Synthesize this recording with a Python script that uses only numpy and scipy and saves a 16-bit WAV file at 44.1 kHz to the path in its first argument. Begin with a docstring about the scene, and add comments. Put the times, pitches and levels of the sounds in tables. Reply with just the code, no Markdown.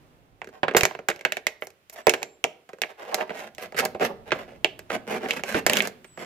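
"""Cutting a thin-walled shell

Scissors cut a thin plastic bottle in two on a balcony. Cracks and buckles are impulses that excite
a panel, the stiff wall and the air; the blades' short strokes are stick-slip noise through the same
kind of resonances, hollower as the shell opens. Hissing steel and decaying swings of pressure join them.
The balcony walls reverberate; outside are a town hum, leaf hiss (both filtered noise) and a bird
whose two thin falling whistles are gliding sines."""
import sys
import numpy as np
from scipy import signal
from scipy.fft import rfft, irfft, next_fast_len
from scipy.io import wavfile
from scipy.ndimage import map_coordinates

SR = 44100
rng = np.random.default_rng(int(sys.argv[2]) if len(sys.argv) > 2 else 0)


def put_to_file(sound):
    """Save the sound as 16-bit audio at rate SR, in the file named by the first command-line argument."""
    columns = np.atleast_2d(sound).T  # one column per channel
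    safe = np.clip(columns, -1, 1)
    whole_steps = np.round(safe * 32767)
    wavfile.write(sys.argv[1], SR, whole_steps.astype(np.int16))


N = 275625

# outdoor background: (t/s, hum level/dB, leaf hiss level/dB)
OUTDOOR_LEVELS = [(0, -57.5, -68), (0.348, -61, -73.5), (1.8, -70, -71), (2.65, -77.5, -70.5),
                  (4.2, -54, -69), (6.25, -62, -66)]
# relative spectrum of the town hum: (f/Hz, level/dB)
TOWN_SPECTRUM = [(20, -18.5), (50, -4), (114, -0.5), (212, -8), (330, -8), (750, -15), (1100, -23.5),
                 (1900, -33.5), (4000, -42.5), (8000, -68)]
# relative spectrum of the leaf hiss: (f/Hz, level/dB)
LEAF_SPECTRUM = [(500, -6.5), (1200, 1.5), (2600, 3), (4500, -7), (8000, -12), (9500, -13), (13000, -11.5),
                 (15200, -11.5), (16200, -30)]
# bird whistles: (t/s, length/s, first f/Hz, limiting f/Hz, glide time constant/s, level/dB)
WHISTLES = [(2.013, 0.38, 7920, 7290, .16, -64.5), (6.032, 0.28, 8750, 7570, .06, -59.5)]
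WHISTLE_ATTACK_S, WHISTLE_RELEASE_S = .05, 0.066

# reverberation of the balcony walls: (f/Hz, t60/s)
BALCONY_DECAY = [(100, 1), (450, 0.55), (2500, 0.3), (4200, 0.38), (7000, 0.21), (14000, .27)]
# ring of the plastic shell: (f/Hz, t60/s)
SHELL_DECAY = [(150, 0.18), (450, 0.085), (2500, 0.067), (7000, 0.065), (14000, 0.015)]
# left-right balance: (f/Hz, left minus right level/dB)
STEREO_LEAN = [(40, -17), (100, -2), (200, -1.5), (500, -2.5), (900, -2), (1400, -6), (2400, -4),
               (4200, -2.5), (8000, -5.5), (14000, -0.5)]
# unlikeness of the two microphones: (f/Hz, gain of the side channel)
SIDE_GAIN = [(50, 0.21), (160, 0.2), (450, 0.19), (1100, 1), (2300, 0.5), (5000, 0.83), (14000, 1)]

# steel blades sliding over each other as they open: (t/s, length/s, level/dB)
SLIDES = [(1.607, .055, -55), (1.922, .03, -50.5), (3.609, 0.041, -50)]
# spectrum of the steel hiss: (f/Hz, level/dB)
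STEEL_SPECTRUM = [(3000, -21.5), (6000, -4), (9000, -12.5), (11500, -0.5), (14500, -5), (16200, -18.5)]
# air pushed out as the bottle caves in: (t/s, level/dB, half-period and decay time/s)
PUFFS = [(0.764, -21.5, 0.0053), (.832, -12, 0.0041), (2.077, -17, 0.0024), (5.657, -38, 0.0085)]
# standing waves of the bottle's air and walls, and the gaps between: (f/Hz, width/Hz, level/dB)
BOTTLE_MODES = [(224, 48, 4), (300, 62, -1.5), (383, 33, 4.5), (445.4, 26, 5.5), (517.5, 7, -5),
                (623.2, 23, 5), (755.6, 52, 4), (840, 27, -1), (1180, 660, -1), (1616, 110, 4),
                (2180, 330, 2.5), (2676, 220, 2), (3650, 64, 1.5), (4167, 2950, -3.5)]
# how far the bottle is cut open: (t/s, share 0-1)
OPENING = [(2.9, 0), (3.5, 0.47), (3.95, 0.71), (4.4, 0.86), (5.5, 1)]

# blades and hand dragging along the plastic: (t/s, rise/s, fall/s, panel level/dB, bite of the edge/dB)
STROKES = [(0.511, .045, 0.038, -50.5, -3.5), (1.92, 0.014, 0.052, -51, -4), (1.951, .031, 0.04, -41.5, 2),
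           (2.886, 0.016, 0.025, -44, -0.5), (2.971, 0.037, 0.13, -41, -4.5), (3.05, 0.12, .06, -36, -6.5),
           (3.115, .024, .02, -30, -25), (3.179, .031, 0.033, -28.5, -8), (3.25, 0.08, .074, -42, -7.5),
           (3.343, .031, .056, -42, 8), (3.39, 0.043, 0.059, -40, -1), (3.583, .051, 0.04, -38.5, 3),
           (3.761, .035, 0.015, -27, 14), (3.812, .025, .011, -25, -18), (3.994, 0.034, 0.012, -21, -7),
           (4.035, .018, .025, -27.5, 6.5), (4.078, 0.02, 0.024, -33, -28),
           (4.256, 0.022, 0.024, -42.5, -4), (4.331, .037, .093, -38.5, -3.5),
           (4.459, 0.039, 0.087, -46.5, -8), (4.894, .05, .025, -28, -1), (5.068, .057, 0.039, -29, -3),
           (5.135, 0.028, .027, -31.5, -1.5), (5.19, 0.045, .047, -32, -9), (5.27, .048, 0.095, -35, 6),
           (5.433, .093, .04, -36, 9), (5.54, 0.026, 0.021, -25, -1.5), (5.572, .013, .017, -33, 8),
           (5.667, .05, 0.044, -28, -1.5), (5.75, 0.021, 0.041, -29, 11.5), (5.812, .023, .044, -34, 7),
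           (6.166, 0.059, 0.12, -40, 2)]
# spectrum of the hollow shell under a stroke: (f/Hz, level/dB)
HOLLOW_SPECTRUM = [(30, -41), (100, -16), (160, -3.5), (205, 6.5), (260, 4), (340, -11), (900, -36.5)]
# spectrum of a stroke's fizz: (f/Hz, level/dB)
FIZZ_SPECTRUM = [(2000, -8), (4300, 3.5), (7500, -3.5), (9200, -9.5), (12000, -4), (15000, -10),
                 (16200, -35)]
# a stroke's wall and fizz relative to its panel, and the share of the bite that the wall takes
RASP_WALL_DB, RASP_FIZZ_DB, WALL_BITE, RASP_WALL_HZ = -3, -13.5, 0.55, 1930
# the open shell is hollower under a stroke, its snaps thud more and its dragged panels sag in pitch
HOLLOW_SHUT_DB, HOLLOW_GAIN_DB, THUD_GAIN_DB = -21, 15, 5.5
RASP_PANEL_HZ, PANEL_SAG_HZ = 630, 129

# breaks of the wall: (t/s, wall level/dB, panel give/dB, crumple time/s, sharpness/dB)
CRACKS = [(0.766, -24, -1, 0.003, -1), (0.7679, -16.5, -4, 0.014, -0.5), (0.8092, -22.5, -5.5, 0.0016, -6),
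          (0.8332, -19.5, -5, .002, -4.5), (0.8528, -20, -3, 0.0028, -2.5), (1.0855, -22, -3, 0.0048, -5),
          (1.1002, -28.5, 1.5, 0.005, -6.5), (1.161, -49, -2.5, 0.0017, -3),
          (1.1926, -47.5, -5, .0006, -8.5), (1.2101, -42, -4, 0.0018, -8), (1.2502, -18.5, -9, 0.0038, -12),
          (1.3214, -25, -9.5, 0.002, -8), (1.369, -31, -2.5, 0.0017, -10), (1.4679, -20, -10, 0.0019, -7),
          (1.6702, -49.5, 5.5, 0.0026, 5), (1.7035, -57.5, -6, .002, 0), (1.8973, -50.5, -5.5, 0.0028, 5.5),
          (2.069, -21.5, 8.5, 0.00058, -2.5), (2.0948, -18.5, -14, 0.0034, -3),
          (2.1373, -23.5, -5, 0.0053, -7), (2.2292, -31, -4.5, .002, -2.5), (2.441, -20, -4, 0.00088, -7),
          (2.8177, -24.5, -7, 0.0015, -5.5), (3.1441, -27.5, -3, .003, 3),
          (3.5492, -53.5, -15, 0.00039, 1.5), (3.5819, -39.5, 0, 0.0043, -7), (3.8516, -33, 2.5, .0035, 5),
          (4.6454, -15, -8.5, .0006, -14), (4.7918, -44, -1, 0.0021, -1.5),
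          (5.3081, -20.5, -16.5, 0.00061, -10), (5.4363, -30.5, -1, .001, -6.5),
          (5.6646, -18.5, -2.5, 0.0063, -2.5), (5.697, -20.5, -5, 0.0022, -6),
          (5.7339, -21.5, -13, 0.00024, -3.5), (5.7698, -22, -18, .0008, -3.5),
          (5.8209, -40.5, 5, .003, 6.5), (5.873, -36, 1.5, .005, 2)]
# panels that pop without breaking: (t/s, wall level/dB, panel give/dB, crumple time/s, panel f/Hz)
BUCKLES = [(0.4168, -36, -.5, .0013, 640), (0.444, -48, -1, 0.0025, 450), (0.4723, -48.5, 7, 0.0024, 340),
           (0.489, -53, 4.5, 0.0057, 412), (0.6316, -22, 2, 0.0083, 697), (0.682, -23, -2, 0.0067, 450),
           (0.7109, -36.5, 4, 0.0024, 453), (0.7374, -46.5, 8.5, .004, 686),
           (0.7482, -21.5, 6, 0.0045, 470), (0.9101, -40, 5, 0.0028, 725), (0.9502, -38, 2.5, 0.0033, 625),
           (0.9896, -40.5, 4.5, 0.0035, 477), (1.1132, -32, -11, 0.0039, 454),
           (1.6221, -32, -1, 0.0024, 635), (2.071, -30, 11.5, .0012, 750),
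           (2.0815, -27, 10.5, 0.00067, 425), (2.219, -44.5, 3, 0.0068, 607), (2.446, -43, 12, 0.0038, 484),
           (2.6906, -47.5, 3, 0.007, 686), (2.7323, -48, 9, 0.0059, 490), (2.7853, -57.5, 6, .0025, 558),
           (2.8357, -26.5, -9.5, 0.0018, 624), (3.0271, -48.5, 7, 0.011, 640),
           (3.2095, -32, -9, 0.0022, 630), (3.2943, -37.5, 0, 0.0061, 450),
           (3.3048, -35.5, 2.5, 0.0069, 570), (3.7225, -47, 6, .003, 630), (3.7453, -40, 2, 0.018, 487),
           (3.8568, -32, 1.5, .0035, 684), (3.9477, -41.5, 11, 0.013, 634), (4.0091, -34, 4.5, .006, 587),
           (4.307, -37, -10, 0.0014, 470), (4.319, -19.5, -3, 0.0089, 524), (4.9031, -29, -2, 0.0045, 563),
           (5.259, -35.5, 2, 0.0046, 470), (5.3945, -37.5, -3, 0.0076, 526), (5.5448, -24.5, 1, .012, 332),
           (5.8041, -18, -17, .001, 454), (6.0444, -46.5, -5, 0.0063, 571), (6.1748, -44, 6, 0.0044, 547)]
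# spectrum of a snap's tick: (f/Hz, level/dB)
TICK_SPECTRUM = [(1500, -49), (4300, 2.5), (7400, 2), (9200, -8), (13000, -3), (15000, -10.5),
                 (16200, -22.5)]
# spectrum of the air pushed by a snap: (f/Hz, level/dB)
THUD_SPECTRUM = [(20, -23.5), (60, -13.5), (110, -7), (170, 2.5), (235, -6.5), (380, 2), (1200, -74)]
# a typical snap: crumple time, Q of the wall, thud against the panel, ring of the shell
TYPICAL_CRUMPLE_S, SNAP_WALL_Q, SNAP_THUD_DB, SHELL_RING_DB = 0.0016, 1.55, -19, -2
# each doubling of the crumple time is a larger patch: lower (octaves) and more thud (dB);
# above the typical time it is also broader (octaves of Q)
SIZE_FLATTENS, SIZE_BROADENS, SIZE_THUD_DB = 0.11, 0.41, 3
# more give lowers the wall, and positive give narrows the panel resonance (octaves per dB)
GIVE_FLATTENS, GIVE_NARROWS = 0.013, .05
# a blunt break loses its top: dB per octave for each dB of sharpness, above this corner
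TICK_TILT, TICK_CORNER_HZ = 0.46, 6050
# a buckle's tick stays faint: level, at most this far relative to the wall
BUCKLE_TICK_DB, BUCKLE_SHARP_DB = -55.5, -8
# the wall is taut where it cracks and slack where it buckles
CRACK_PANEL_HZ, CRACK_WALL_HZ, BUCKLE_WALL_HZ = 575, 2210, 2033
TOP_HZ = 16600  # upper band limit


def amp(db):
    """Level to amplitude: 20 dB is a factor of ten."""
    return 10 ** (np.asarray(db) / 20)


def unit(x):
    """Power normalisation: the mid channel gets rms 1."""
    return x / np.sqrt(np.mean(x[0] ** 2) + 1e-20)


def along(points, hz):
    """Interpolation of (f/Hz, value) points on a logarithmic frequency axis."""
    f, v = np.transpose(points)
    return np.interp(np.log(hz + 1), np.log(f), v)


def filtered(x, gain):
    """Minimum-phase filtering: folding the cepstrum makes the given gain causal."""
    n = x.shape[-1]
    m = 2 * next_fast_len(n // 2 + 2048)
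    magnitude = np.maximum(gain(np.fft.rfftfreq(m, 1 / SR)), 1e-6)
    cepstrum = irfft(np.log(magnitude))
    cepstrum[1:m // 2] *= 2
    cepstrum[m // 2 + 1:] = 0
    response = np.exp(rfft(cepstrum))
    return irfft(rfft(x, m) * response, m)[..., :n]


def colour(points):
    """Spectral shaping: a gain of frequency from (f/Hz, level/dB) points."""
    return lambda f: amp(along(points, f))


def resonance(hz, q):
    """Resonance: gain falls with detuning, here squared for steep skirts."""
    detune = lambda f: (q * (f / hz - hz / (f + 1))) ** 2
    return lambda f: 1 / (1 + detune(f) / 2) ** 2


def wobble(t, rate):
    """Random modulation: interpolated noise with the given number of values per second."""
    return map_coordinates(rng.standard_normal(SR // 100), [t * rate], mode="wrap")


def add(track, s, x):
    """Superposition: x joins the track from time s."""
    i = max(round(s * SR), 0)
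    part = track[:, i:i + x.shape[1]]
    part += x[:, :part.shape[1]]


def tail(decay, length):
    """Diffuse decay: mid/side noise loses 60 dB in each frequency's t60; mid energy is 1."""
    hz, t, z = signal.stft(rng.standard_normal((2, length)), SR, nperseg=256)
    fade = amp(-60 * t / along(decay, hz)[:, None])
    ring = signal.istft(z * fade, SR, nperseg=256)[1][:, :length]
    return ring / np.linalg.norm(ring[0])


def on_balcony(x, wet_db):
    """Reverberation: a diffuse answer of the walls follows the direct mid/side sound by 5 ms."""
    out = amp(wet_db) * signal.fftconvolve(x, tail(BALCONY_DECAY, SR * 2 // 3), axes=1)
    out = np.pad(out, ((0, 0), (SR // 200, 0)))
    out[:, :x.shape[1]] += x
    return out


def slips(length, rate, spread_db):
    """Stick-slip friction: a mid/side train of tiny random impulses of uneven size."""
    fired = rng.random(length) < rate / SR
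    size = amp(spread_db * np.clip(rng.standard_normal(length), -2, 2))
    return unit(fired * size * rng.standard_normal((2, length)))


def outdoors():
    """Broadband noise: town hum and leaf hiss are shaped noises with slowly varying levels."""
    s, hum_db, hiss_db = np.transpose(OUTDOOR_LEVELS)

    def level(db):
        """Gain in time: levels are interpolated in dB."""
        return amp(np.interp(np.arange(N) / SR, s, db))

    def air(points):
        """Spectral shaping of noise whose side is wider than its mid."""
        noise = rng.standard_normal((2, N)) * [[1], [1.5]]
        return unit(filtered(noise, colour(points)))

    return level(hum_db) * air(TOWN_SPECTRUM) + level(hiss_db) * air(LEAF_SPECTRUM)


def bird(waver=0.0022, wet_db=-10):
    """Frequency glide: nearly pure tones fall exponentially and level off."""
    out = np.zeros((2, N))
    for s, length, first_hz, last_hz, glide_s, db in WHISTLES:
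        t = np.arange(round(length * SR)) / SR
        glide = last_hz + (first_hz - last_hz) * np.exp(-t / glide_s)
        pitch = glide * (1 + waver * wobble(t, 250))
        swell = np.minimum(t / WHISTLE_ATTACK_S, 1) * np.minimum((length - t) / WHISTLE_RELEASE_S, 1)
        phase = 2 * np.pi * np.cumsum(pitch) / SR
        tone = np.sqrt(2) * amp(db) * swell * np.sin(phase)
        add(out, s, on_balcony(np.array([tone, tone / 2]), wet_db))
    return out


def slides(wet_db=-15):
    """Sliding friction: steel on steel gives a short, thin hiss of dense slips."""
    out = np.zeros((2, N))
    for s, length, db in SLIDES:
        n = round(length * SR)
        hiss = unit(filtered(slips(n, rate=9000, spread_db=4.0), colour(STEEL_SPECTRUM)))
        swell = np.sin(np.pi * np.arange(n) / n)
        add(out, s, on_balcony(amp(db) * hiss * swell, wet_db))
    return out


def puffs(left_db=-14):
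    """Displaced air: a collapse gives a fast-decaying swing of pressure, mostly at the right."""
    out, t = np.zeros((2, N)), np.arange(SR // 10) / SR
    for s, db, length in PUFFS:
        swing = np.sin(np.pi * t / length) * np.exp(-t / length)
        add(out, s, amp(db) * swing * np.array([[amp(left_db)], [1]]))
    return out


def bottle(f):
    """Standing waves: Lorentzian peaks and dips, summed in dB, colour the hollow bottle."""
    return amp(-1.5 + sum(db / (1 + (2 * (f - hz) / width) ** 2) for hz, width, db in BOTTLE_MODES))


def opening(s):
    """Boundary change: the share of the bottle that is cut open at time s."""
    return np.interp(s, *np.transpose(OPENING))


def strokes(crackle_db=-7.5, rough_db=1.0, surge_db=2.5, ring_db=-5, wet_db=-15, swell=0.99,
            panel_q=0.97, wall_q=0.74):
    """Stick-slip excitation: uneven rasps swell and stop; bite brightens, opening hollows them."""
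    out = np.zeros((2, N))
    for s, rise, fall, panel_db, bite_db in STROKES:
        hollow_db = panel_db + HOLLOW_SHUT_DB + HOLLOW_GAIN_DB * opening(s)
        wall_db = panel_db + RASP_WALL_DB + WALL_BITE * bite_db
        fizz_db = panel_db + RASP_FIZZ_DB + bite_db
        panel_hz = RASP_PANEL_HZ - PANEL_SAG_HZ * opening(s)
        t = np.arange(round((rise + fall) * SR) + SR // 10) / SR
        ramp = np.interp(t, [0, rise, rise + fall], [0, 1, 0])
        force = np.abs(np.sin(np.pi / 2 * ramp)) ** swell
        judder = amp(rough_db * wobble(t, 300))
        surge = amp(surge_db * wobble(t, 70))
        rasp = force * unit(surge * judder * slips(len(t), rate=7000, spread_db=4.5))
        # now and then the edge catches and lets go with a tiny crack
        caught = rng.random(len(t)) < 110 / SR
        catches = caught * rng.uniform(-1.14, 1, len(t)) * np.sqrt(SR / 40)
        catch_side = np.roll(catches, -2) - np.roll(catches, 2)
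        rasp = rasp + amp(crackle_db) * np.sqrt(force) * np.array([catches, catch_side])
        ring = signal.fftconvolve(rasp, tail(SHELL_DECAY, SR // 6), axes=1)[:, :len(t)]
        rasp = rasp + amp(ring_db) * ring
        parts = [(colour(HOLLOW_SPECTRUM), hollow_db), (resonance(panel_hz, panel_q), panel_db),
                 (resonance(RASP_WALL_HZ, wall_q), wall_db), (colour(FIZZ_SPECTRUM), fizz_db)]
        stroke = sum(amp(db) * unit(filtered(rasp, gain)) for gain, db in parts)
        force_rms = np.sqrt(np.mean(force ** 2))
        add(out, s, on_balcony(stroke * force_rms, wet_db))
    return out


def tick(sharp_db):
    """Impulse bandwidth: the sharper the break, the brighter the tick."""
    def gain(f):
        octaves = np.log2(np.maximum(f / TICK_CORNER_HZ, 1))
        return amp(along(TICK_SPECTRUM, f) + TICK_TILT * sharp_db * octaves)
    return gain


def snaps(panel_q=1.034, crumple_db=3, wet_db=-18):
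    """Impulse response: a kick and short crumple excite air, panel and wall, then ring the shell."""
    out, t = np.zeros((2, N)), np.arange(SR // 7) / SR
    blow = round(.012 * SR)  # part levels are rms over these first samples
    events = [(*row, CRACK_PANEL_HZ, CRACK_WALL_HZ, sharp_db) for *row, sharp_db in CRACKS]
    for s, db, *rest in BUCKLES:
        events.append((s, db, *rest, BUCKLE_WALL_HZ, min(BUCKLE_TICK_DB - db, BUCKLE_SHARP_DB)))
    for s, wall_db, give_db, crumple, panel_hz, rest_hz, sharp_db in events:
        crumple_s = max(crumple, 1 / SR)
        size = np.log2(crumple_s / TYPICAL_CRUMPLE_S)
        wall_hz = rest_hz / 2 ** (SIZE_FLATTENS * size + GIVE_FLATTENS * give_db)
        wall_q = SNAP_WALL_Q / 2 ** (SIZE_BROADENS * max(size, 0))
        purity = panel_q * 2 ** (GIVE_NARROWS * max(give_db, 0))
        panel_db, tick_db = wall_db + give_db, wall_db + sharp_db
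        thud_db = panel_db + SNAP_THUD_DB + SIZE_THUD_DB * size + THUD_GAIN_DB * opening(s)
        burst = slips(len(t), rate=19000, spread_db=1.5)[0] * np.exp(-t / crumple_s)
        push = amp(crumple_db) * burst / (np.linalg.norm(burst) + 1e-9)
        push[SR // 4000] += 1  # the kick itself
        # the snap reaches the two microphones a few samples apart
        push, lag = np.roll(push, 6), rng.integers(2, 7)
        push_side = (np.roll(push, -lag) - np.roll(push, lag)) / np.sqrt(2)
        push = np.array([push, push_side])
        ring = amp(SHELL_RING_DB) * tail(SHELL_DECAY, len(t))
        # each part: (gain of frequency, level/dB, feed into the ring/dB)
        parts = [(colour(THUD_SPECTRUM), thud_db, -4), (resonance(panel_hz, purity), panel_db, 2.5),
                 (resonance(wall_hz, wall_q), wall_db, -.5), (tick(sharp_db), tick_db, .5)]
        snap = 0
        for gain, db, feed_db in parts:
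            x = filtered(push + amp(feed_db) * ring, gain)
            snap = snap + amp(db) * x / np.sqrt(np.mean(x[0, :blow] ** 2))
        add(out, s, on_balcony(snap, wet_db))
    return out


def scene():
    """Superposition and stereo: side gain and left-right balance both vary with frequency."""
    mid, side = filtered(snaps() + strokes(), bottle) + slides() + bird() + outdoors()
    side = filtered(side, lambda f: np.abs(along(SIDE_GAIN, f)))
    left_gain = lambda f: 2 / (1 + amp(-along(STEREO_LEAN, f)))
    left = filtered(mid + side, left_gain)
    right = filtered(mid - side, lambda f: 2 - left_gain(f))
    return np.array([left, right]) + puffs()


def record(dry):
    """Saturation and band limiting: tall peaks are rounded, then nothing from TOP_HZ up is kept."""
    held = dry / (1 + np.abs(dry) ** 6) ** (1 / 6)
    m = next_fast_len(N + SR // 2)
    passband = np.fft.rfftfreq(m, 1 / SR) < TOP_HZ
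    return irfft(rfft(held, m) * passband, m)[:, :N]


dry = scene()
out = record(dry)
put_to_file(out)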